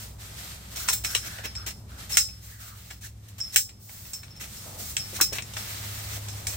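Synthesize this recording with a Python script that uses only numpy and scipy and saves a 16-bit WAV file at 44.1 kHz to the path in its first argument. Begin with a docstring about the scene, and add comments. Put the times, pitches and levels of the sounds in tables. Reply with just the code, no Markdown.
"""Putting up a camp cot

Jointed metal poles slide and snap into their sockets, then knock together: noise bursts over ringing modes.
Gloves, sleeves and canvas rub between the blows as swelling filtered noise; dull bumps land on the groundsheet.
The tent adds a short splash to knocks, slides and cloth. Two drifting tones drone as a motor far off."""
import sys
import numpy as np
from scipy import signal
from scipy.fft import rfft, irfft
from scipy.io import wavfile

SR = 44100
rng = np.random.default_rng(int(sys.argv[2]) if len(sys.argv) > 2 else 0)


def pcm_store(signal):
    """Save signal as 16-bit PCM."""
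    levels = np.round(np.clip(np.atleast_2d(signal), -1, 1) * 32767)
    wavfile.write(sys.argv[1], SR, levels.astype(np.int16).T)


N = 289296
TIME = np.arange(N) / SR
FREQ = np.maximum(np.fft.rfftfreq(N, 1 / SR), 1)

# Levels in the tables are mix levels before the layer trims set in each function.
# knocks of metal on metal: start_s, level_db, clack_db, sizzle_db, ring_db (these three relative to level),
# body_hz, rattle_t60_s, contact_s
METAL_KNOCKS = [(.883,-19.5,0,-10,-6,1433,0.31,0.005), (0.924,-27.5,-4,9.5,-17,3870,.27,0.012),
                (1.046,-24.5,2,-4,-3,2293,0.11,0.0021), (1.148,-17.5,-1,-8,-11.5,2983,0.19,0.0027),
                (1.384,-48.5,13,-13,-11,1855,.18,0.0024), (1.552,-35,-2,-24,5,1960,0.17,0.00063),
                (2.128,-37,-16,-12,10,2280,.12,0.0023), (2.1703,-9,-3.5,-3.5,-7.5,2450,.21,0.00078),
                (2.287,-49.5,5,-15,-7,2500,.09,0.00094), (2.9,-41.5,0.5,-1,-6,1987,0.17,0.012),
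                (3.402,-34,-8.5,-13,10,2200,0.16,0.00073), (3.5598,-11.5,-2.5,3,-12,2170,0.2,.00025),
                (3.69,-45,-2,-19,-7.5,2420,0.21,0.0038), (3.8939,-51,6,7,-12.5,2110,.14,0.00079),
                (4.05,-48.5,0.5,-10,-9,1960,0.21,0.0046), (4.1331,-28.5,-11,-5,-5.5,2600,0.15,0.0014),
                (4.229,-45.5,2,-11,-17,2014,0.38,.006), (4.967,-16.5,-7.5,-14,-23,2920,0.023,0.00035),
                (5.21,-12,-7.5,1.5,-6,1704,.17,0.003), (5.3839,-39,17,5,-19,2737,0.28,0.00032),
                (5.422,-31.5,-7,-26,-17,2380,.07,.0003), (5.535,-36.5,-2.5,-9,-11,3340,0.13,.003),
                (5.565,-32.5,3,-16,-4,1750,0.16,0.005), (6.2837,-33.5,-5.5,-18,-6,2250,0.28,.0022),
                (6.468,-21,-9,-10,-22.5,2309,.2,0.0024)]
# scrapes of a joint or a glove along a pole: start_s, length_s, level_db, low_db, ring_db (both relative)
POLE_SCRAPES = [(0.757,0.008,-33,-8,-7), (0.781,0.047,-37.5,-17,-17), (0.877,0.019,-21.5,-13,-14),
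                (1.036,0.015,-35,-7,-22), (1.046,0.094,-39.5,-10,-22), (1.244,0.029,-36,-4.5,-12),
                (1.433,0.03,-40.5,0,5), (1.661,0.019,-30.5,-6.5,-6.5), (2.092,0.054,-34,-8,2.5),
                (3.006,0.061,-41,-12,-27), (3.282,0.0064,-52,-13,-20), (3.38,0.017,-42.5,-7,-13),
                (3.519,0.032,-34,-15.5,-10), (4.297,0.016,-58,-22,11), (4.35,0.025,-55.5,-11,10),
                (4.396,0.042,-37.5,-4.5,-45), (4.557,0.014,-44.5,-22,-0.5), (4.984,0.018,-44,-23,14),
                (5.127,.06,-36,-8.5,-20), (5.318,0.052,-35,-6.5,-18), (6.083,0.087,-37,-7.5,-25),
                (6.478,0.063,-36.5,-4.5,-14)]
# a pole's ringing modes, a close cluster: nominal_hz, level_db, t60_s
TUBE_MODES = [(5286, -3, .37), (5311, -5, .34), (5398, -2, .22), (5420, -4, .2), (5510, -6, .14)]
# stiff modes that only a hard blow wakes: nominal_hz, level_db, t60_s
HARD_MODES = [(780, -19, .07), (2150, -9, .08), (3935, -6, .11), (5820, -14, .1), (6560, -13, .11),
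              (7440, -13, .11), (7700, -13, .12), (8400, -16, .1), (8890, -14, .08), (14850, -22, .11),
              (15400, -26, .1)]
# colour of metal on metal: freq_hz, gain_db
METAL_COLOUR = [(220, -11.5), (330, -7), (550, -9.5), (780, -2), (930, -7.5), (1400, -4), (2200, 0.5),
                (3200, -2), (4100, -2), (4900, -11), (5600, -4.5), (7000, -6.5), (9000, -9.5), (10500, -12),
                (13800, -9), (16000, -3.5)]
# broad resonances shared by metal and cloth, perhaps of the microphone housing, at full share:
# centre_hz, width_hz, lift_db
SHARED_RESONANCES = [(5560, 410, 6.5), (6330, 460, 5), (7540, 150, 12.5), (8340, 1600, 8), (15070, 580, 10)]
# dull bumps of a pole or a knee on the groundsheet: start_s, level_db, centre_hz
GROUND_BUMPS = [(.884,-28,1210), (1.151,-36,476), (1.279,-51,500), (1.388,-40,597), (1.45,-36,522),
                (5.127,-35.5,440), (5.188,-32,1016), (5.201,-19,1357), (5.211,-27,1440), (5.21,-29,332),
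                (5.321,-26.5,488), (5.566,-37,710), (6.165,-36,620)]
# colour of rubbed cloth: freq_hz, gain_db
CLOTH_COLOUR = [(150, -18), (250, -2), (429, -2), (484, 1), (710, 3.5), (1010, -7), (1220, -4),
                (1420, -5.5), (1550, -5), (2200, -4), (2490, -6), (7570, -3), (10700, -7), (14900, -3.5),
                (16000, -42)]
# strokes of glove and sleeve over canvas: start_s, length_s, hiss_db, rustle_db, nylon_swish_db
# (the last two relative to hiss)
CLOTH_STROKES = [(-.06,0.091,-42.5,-5,-7), (0.168,0.18,-48,-2,-15), (0.341,0.18,-44,-2,-14),
                 (.57,0.12,-52,-0.5,-14), (0.688,0.03,-42.5,-2.5,-8), (.77,0.18,-44.5,-1.5,2),
                 (1.03,0.13,-39,-8.5,-8), (1.19,0.18,-45.5,-1,-14), (1.35,0.27,-54.5,2,-16),
                 (1.66,0.12,-57,-6,-16), (1.86,.1,-55.5,0.5,-12), (1.96,.07,-45.5,-1,-20),
                 (2.079,0.084,-36,-8,-18), (2.249,0.2,-59.5,-3.5,-14), (2.398,0.12,-49,-6.5,-3),
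                 (2.57,0.11,-47.5,-4,-3), (2.73,0.2,-53,-2.5,-3), (3.2,0.21,-62,-1,-15),
                 (3.39,0.17,-52,-4.5,-12), (3.78,.1,-54,-24.5,1.5), (3.86,0.31,-49,-8,0),
                 (4.2,0.22,-66,6.5,-14.5), (4.38,0.14,-47.5,-5.5,-9), (4.5,.25,-45.5,-6.5,-8),
                 (4.758,0.15,-40,-9,-4), (4.95,0.31,-44.5,-3.5,-6), (5.42,0.16,-49,-1,-14),
                 (5.54,0.26,-40.5,-1.5,-5), (5.801,.36,-42,-2,-5), (6.19,0.26,-46.5,-2.5,-12),
                 (6.45,0.084,-40,-9,-2)]
# a knee or boot shifts on the groundsheet: start_s, length_s, level_db
GROUND_SHUFFLES = [(4.622, 0.17, -49.5), (6.444, .11, -52.5)]
# hollow rush of a pole drawn through the hand: start_s, length_s, centre_hz, glide_hz_per_s, level_db
POLE_DRAWS = [(0.783,0.076,1440,-400,-49), (1.072,0.097,1496,-400,-45), (1.22,0.26,1503,798,-48.5),
              (1.563,0.085,1395,0,-51), (1.89,.12,1405,2,-56), (2.474,0.113,1953,-2000,-57.5),
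              (2.593,.16,1452,-800,-54.5), (3.025,0.032,1650,3998,-49.5)]
# far motor, two slowly drifting tones: time_s, pitch_hz, level_db
MOTOR_LOW = [(0,62.07,-50.5), (1.6,62.6,-45.5), (3.2,65,-50), (3.7,65,-58.5), (5.3,65.8,-55),
             (6.56,72.9,-45.5)]
MOTOR_HIGH = [(0,105.1,-43), (.5,105,-52.5), (1.4,105,-47.5), (3.3,105.4,-47), (4.2,105,-55.5),
              (5.2,103.7,-48), (6.2,103.7,-38), (6.56,102,-40.5)]
# colour of the outdoor rumble: freq_hz, gain_db
RUMBLE_COLOUR = [(20, -20.5), (40, -12.5), (55, -4), (75, -3.5), (95, -0.5), (125, -5.5), (160, -7),
                 (205, -7.5), (250, -16.5), (400, -24), (900, -34)]
# level of the outdoor rumble: time_s, level_db
RUMBLE_CURVE = [(0,-53), (2.1,-51.5), (2.4,-57.5), (4.2,-56), (4.8,-50.5), (6.56,-51.5)]
# level of the outdoor wash in the low mids: time_s, level_db
WASH_CURVE = [(0,-57.5), (2.1,-60), (2.4,-71), (3.8,-66.5), (4.4,-61.5), (6.56,-51)]

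THUD_DB = -15.5  # low thud of a medium knock, relative to its clack before trims
THUD_SLOPE = -0.32  # dB per dB of level: light knocks are duller than hard ones
MEDIUM_KNOCK_DB = -33
STROKE_ATTACK_S, STROKE_T60_S = 0.049, 0.4  # a stroke gathers speed, holds, then dies away
REST_DB = -64.5  # faint stir of clothing between strokes, before trims
FLAP_DB = -13.5  # canvas flap with each stroke, relative to its rustle before trims
CEILING, TOP_HZ = 0.9, 15850  # full scale = 1; upper edge of the sound


def knocks(crack_s=0.0026, crack_db=4, rattle_db=-6, low_life=0.18, mid_life=0.14, clack_trim_db=-3,
           body_trim_db=-4, body_cutoff_hz=220, bright_db=-2, sizzle_trim_db=-2, ring_trim_db=-2,
           hard_db=2, hardness=2.07):
    """Each blow is a crack, a rattle of the loose joint, a hollow body note and the ring of the tube."""
    t = np.arange(SR // 2) / SR
    thud, clack, bright, sizzle, body, ring = (np.zeros((2, N)) for _ in range(6))
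    narrow = signal.butter(1, body_cutoff_hz, fs=SR, output="sos")

    for start, level_db, clack_db, sizzle_db, ring_db, body_hz, t60, contact in METAL_KNOCKS:
        thud_db = clack_db + THUD_DB + THUD_SLOPE * (level_db - MEDIUM_KNOCK_DB)
        crack = undb(crack_db) * np.exp(-np.maximum(t - contact, 0) / crack_s)
        onset = undb(level_db) * np.minimum(t / contact, 1)

        def blow(life):
            rattle = undb(rattle_db) * fade(t, max(t60 * life, 0.01))
            return onset * np.hypot(crack, rattle)

        # the low and middle bands die sooner than the treble, damped by the hand and the ground
        low_blow, mid_blow, full_blow = blow(low_life), blow(mid_life), blow(1)
        add(thud, start, undb(thud_db) * low_blow * stereo(0.37, len(t)))
        add(clack, start, undb(clack_db + clack_trim_db) * mid_blow * stereo(0.07, len(t)))
        add(bright, start, undb(bright_db) * full_blow * stereo(0, len(t)))
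        add(sizzle, start, undb(sizzle_db + sizzle_trim_db) * full_blow * stereo(0, len(t)))

        # slow noise carried on a tone makes a narrow, hollow note
        hollow = signal.sosfilt(narrow, stereo(0.77, len(t))) * np.sin(2 * np.pi * body_hz * t)
        add(body, start, undb(clack_db + body_trim_db) * mid_blow * unit(hollow))

        tube = ringing(TUBE_MODES, t, bloom_s=0.0046, detune=0.00115)
        add(ring, start, undb(level_db + ring_db + ring_trim_db) * tube)
        # stiff modes grow faster than the blow
        stiff = ringing(HARD_MODES, t, bloom_s=0.00097, detune=0.0098)
        add(ring, start, undb(hardness * level_db + hard_db) * stiff)

    metal = shape(METAL_COLOUR, 0.95)
    blows = colour(thud, metal * band(272, 1110))
    blows += colour(clack, metal * band(1270, 4560))
    blows += colour(bright, metal * band(4550, 10000))
    blows += colour(sizzle, metal * band(7400, 23700))
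    blows += undb(-5) * colour(body, band(1020, 8100))
    return ring + tent(blows, wet_db=-2, t60=0.11)


def ringing(modes, t, bloom_s, detune, waver=0.47, waver_hz=45, settle_s=0.15):
    """Decaying modes, rough while metal touches and purer once free; each blow lands on another section."""
    slow = signal.butter(2, waver_hz, fs=SR, output="sos")
    roughness = waver * np.exp(-t / settle_s)
    out = 0
    for nominal_hz, db, t60 in modes:
        sway = unit(signal.sosfilt(slow, rng.standard_normal((2, len(t)))))
        hz = nominal_hz * (1 + detune * rng.standard_normal())
        # start phase in cycles, slightly different in each ear
        start_phase = rng.random() + 0.19 * rng.standard_normal((2, 1))
        phase = 2 * np.pi * (hz * t + start_phase)
        out = out + undb(db) * fade(t, t60) * (np.sin(phase) + roughness * sway * np.cos(phase))
    return out * (1 - np.exp(-t / bloom_s))


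def scrapes(grain_db=-1.0, catch_db=3.0, swell=0.21, tail_t60=0.13, low_trim_db=1, ring_trim_db=-1):
    """Short slides: metal catches and slips, a bright rasp that sets the tube ringing."""
    high, low, ring = np.zeros((1, N)), np.zeros((1, N)), np.zeros((2, N))
    t = np.arange(SR // 2) / SR
    for start, length, level_db, low_db, ring_db in POLE_SCRAPES:
        # a longer stroke takes longer to gather speed
        rise = 1 - np.exp(-t / (swell * length))
        envelope = undb(level_db) * rise * fade(np.maximum(t - length, 0), tail_t60)
        add(high, start, envelope[None])
        add(low, start, undb(low_db) * envelope[None])
        tube = ringing(TUBE_MODES, t, bloom_s=0.0029, detune=0.0014)
        add(ring, start + length / 2, undb(level_db + ring_db + ring_trim_db) * tube)

    friction = stereo(0.073) * unit(undb(grain_db * walk(900) + catch_db * walk(90)))
    metal = shape(METAL_COLOUR, 0.28)
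    slides = colour(friction * high, metal * band(4300, 15100))
    slides += undb(low_trim_db) * colour(friction * low, metal * band(216, 3340))
    return ring + tent(slides, wet_db=-5, t60=0.064)


def bumps(t60=0.054, rise_s=0.0034, spread=0.24):
    """Soft contacts: a broad, quickly damped resonance of the ground."""
    out = np.zeros((2, N))
    t = np.arange(SR // 5) / SR
    envelope = fade(t, t60) * (1 - np.exp(-t / rise_s))
    for start, db, hz in GROUND_BUMPS:
        broad = signal.butter(2, hz * spread, fs=SR, output="sos")
        noise = signal.sosfilt(broad, stereo(0.84, len(t))) * np.sin(2 * np.pi * hz * t)
        add(out, start, undb(db) * unit(noise) * envelope)
    return out


def cloth(grain_db=-0.2, crease_db=0.68, hiss_trim_db=1, rustle_trim_db=1, swish_trim_db=0,
          tick_db=-14, tick_spread_db=5):
    """Fibres catch in fine grains, creases give way unevenly and now and then snap with a small tick."""
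    hiss, rustle, flap, swish = rubbing()
    grains = unit(undb(grain_db * walk(1200) + crease_db * walk(45)))

    # about forty crease ticks a second, each a millisecond or two long
    tick_gain = undb(tick_spread_db * np.clip(rng.standard_normal(N), -2, 2))
    ticks = (rng.random(N) < 40 / SR) * tick_gain
    ticks = unit(signal.fftconvolve(ticks, fade(TIME[:SR // 50], 0.01))[:N])
    creased = np.hypot(grains, undb(tick_db) * ticks)

    fabric = shape(CLOTH_COLOUR, 0.35)
    out = colour(stereo(0.037) * grains * hiss * undb(hiss_trim_db), fabric * band(3860, 17900))
    out += colour(stereo(0.017) * creased * rustle * undb(rustle_trim_db), fabric * band(1055, 4600))
    out += colour(stereo(0.48) * creased * flap, fabric * band(240, 1350))
    out += colour(stereo(0) * grains * swish * undb(swish_trim_db), band(14000, 16100, order=70))
    return tent(out, wet_db=-9.5, t60=0.28)


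def rubbing(rest_rustle_db=-3):
    """Gains of hiss, rustle, flap and swish; overlapping movements add in power."""
    hiss, rustle, swish = undb(REST_DB) ** 2, undb(REST_DB + rest_rustle_db) ** 2, 0
    for start, length, db, rustle_db, swish_db in CLOTH_STROKES:
        power = stroke(start, length, db, STROKE_ATTACK_S, STROKE_T60_S) ** 2
        hiss = hiss + power
        rustle = rustle + power * undb(rustle_db) ** 2
        swish = swish + power * undb(swish_db) ** 2
    flap = rustle * undb(FLAP_DB) ** 2
    for start, length, db in GROUND_SHUFFLES:
        flap = flap + stroke(start, length, db, STROKE_ATTACK_S, STROKE_T60_S) ** 2
    return np.sqrt([hiss, rustle, flap, swish])


def stroke(start, length, db, attack_s, t60):
    """Gain of one rubbing movement: a smooth rise, a hold and an exponential release."""
    rise = np.sin(np.pi / 2 * np.clip((TIME - start) / attack_s, 0, 1)) ** 2
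    return undb(db) * rise * fade(np.maximum(TIME - start - length, 0), t60)


def rush(cutoff_hz=190, attack_s=0.016, t60=0.13):
    """Friction noise in a hollow resonance that glides as the grip moves."""
    lowpass = signal.butter(2, cutoff_hz, fs=SR, output="sos")
    # complex noise, so that the carrier shifts its band up in one piece
    narrow = signal.sosfilt(lowpass, stereo(0.15) + 1j * stereo(0.31))
    resonance = 0
    for start, length, hz, glide, db in POLE_DRAWS:
        centre = hz + glide * np.clip(TIME - start, 0, length)
        carrier = np.exp(2j * np.pi * np.cumsum(centre) / SR)
        resonance = resonance + stroke(start, length, db, attack_s, t60) * carrier
    return np.real(narrow * resonance) / np.std(narrow.real)


def outdoors(drone_trim_db=-2, rumble_trim_db=6):
    """A far motor over low rumble, nearly the same in both ears, and a faint wider wash above it."""
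    rumble = colour(stereo(0.99), shape(RUMBLE_COLOUR) * band(13.5, 138.6))
    rumble += undb(-8.0) * colour(stereo(0.93), shape(RUMBLE_COLOUR) * band(160, 1050))
    out = unit(rumble) * undb(curves(RUMBLE_CURVE)[0] + rumble_trim_db)
    out += colour(stereo(0.13), band(213, 1000, order=6)) * undb(curves(WASH_CURVE)[0])
    for table in (MOTOR_LOW, MOTOR_HIGH):
        hz, db = curves(table)
        waver_db = 1.3 * walk(7)
        tone = np.sqrt(2) * np.sin(2 * np.pi * np.cumsum(hz) / SR)
        out += tone * undb(db + drone_trim_db + waver_db)
    return out


def tent(x, wet_db, t60, gap_s=0.0026):
    """Direct sound and a short, dense spray of reflections from the groundsheet and walls."""
    t = np.arange(SR // 5) / SR
    response = stereo(0.21, len(t)) * fade(t, t60) * (1 - np.exp(-t / gap_s))
    response *= undb(wet_db) / np.sqrt(np.sum(response ** 2, axis=1, keepdims=True))
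    response[:, 0] += 1  # the direct sound
    return signal.fftconvolve(x, response, axes=1)[:, :N] / np.hypot(1, undb(wet_db))


def shape(points, resonance_share=0):
    """Gain per frequency from (Hz, dB) points, lifted at the shared resonances."""
    hz, db = np.transpose(points)
    lift_db = sum(lift / (1 + (2 * (FREQ - f) / width) ** 2) for f, width, lift in SHARED_RESONANCES)
    return undb(np.interp(np.log(FREQ), np.log(hz), db) + resonance_share * lift_db)


def band(lo_hz, hi_hz, order=10):
    """Gain per frequency of a soft-edged band."""
    return 1 / np.sqrt((1 + (lo_hz / FREQ) ** order) * (1 + (FREQ / hi_hz) ** order))


def colour(x, gain):
    """Causal filter of unit power with the given gain per frequency."""
    # folding the cepstrum onto positive time gives minimum phase
    cepstrum = irfft(np.log(unit(gain) + 1e-5), N)
    cepstrum[1:N // 2] *= 2
    cepstrum[N // 2 + 1:] = 0
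    response = irfft(np.exp(rfft(cepstrum)), N)[:SR // 4]
    return signal.fftconvolve(x, response[None], axes=1)[:, :N]


def stereo(likeness, size=N):
    """Left and right noise with the given correlation."""
    mid, side = rng.standard_normal((2, size))
    spread = np.sqrt(1 - likeness) * np.array([side, -side])
    return (np.sqrt(1 + likeness) * mid + spread) / np.sqrt(2)


def walk(rate):
    """Random curve of rms 1, joining `rate` random points a second by straight lines."""
    count = N // 20
    return unit(np.interp(TIME * rate, np.arange(count), rng.standard_normal(count)))


def fade(t, t60):
    """Exponential decay that loses 60 dB in t60 seconds."""
    return np.exp(-np.log(1000) * t / t60)


def curves(table):
    """Each column after the first as a curve in time."""
    time_s, *columns = np.transpose(table)
    return [np.interp(TIME, time_s, column) for column in columns]


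def add(track, start, sound):
    """Mix a sound into a track at a time in seconds."""
    i = int(start * SR)
    track[:, i:i + sound.shape[1]] += sound[:, :N - i]


def undb(db):
    """Decibels to gain."""
    return 10 ** (np.asarray(db) / 20)


def unit(x):
    """Scale to rms 1."""
    return x / np.sqrt(np.mean(x ** 2) + 1e-20)


def scene():
    """Poles, groundsheet, cloth and the outdoors together."""
    return knocks() + scrapes() + bumps() + cloth() + rush() + outdoors()


def record(dry):
    """Round the loudest peaks and cut the top steeply."""
    rounded = dry / (1 + (dry / CEILING) ** 4) ** (1 / 4)
    return signal.sosfilt(signal.ellip(10, 0.2, 70, TOP_HZ, fs=SR, output="sos"), rounded)


dry = scene()
out = record(dry)
pcm_store(out)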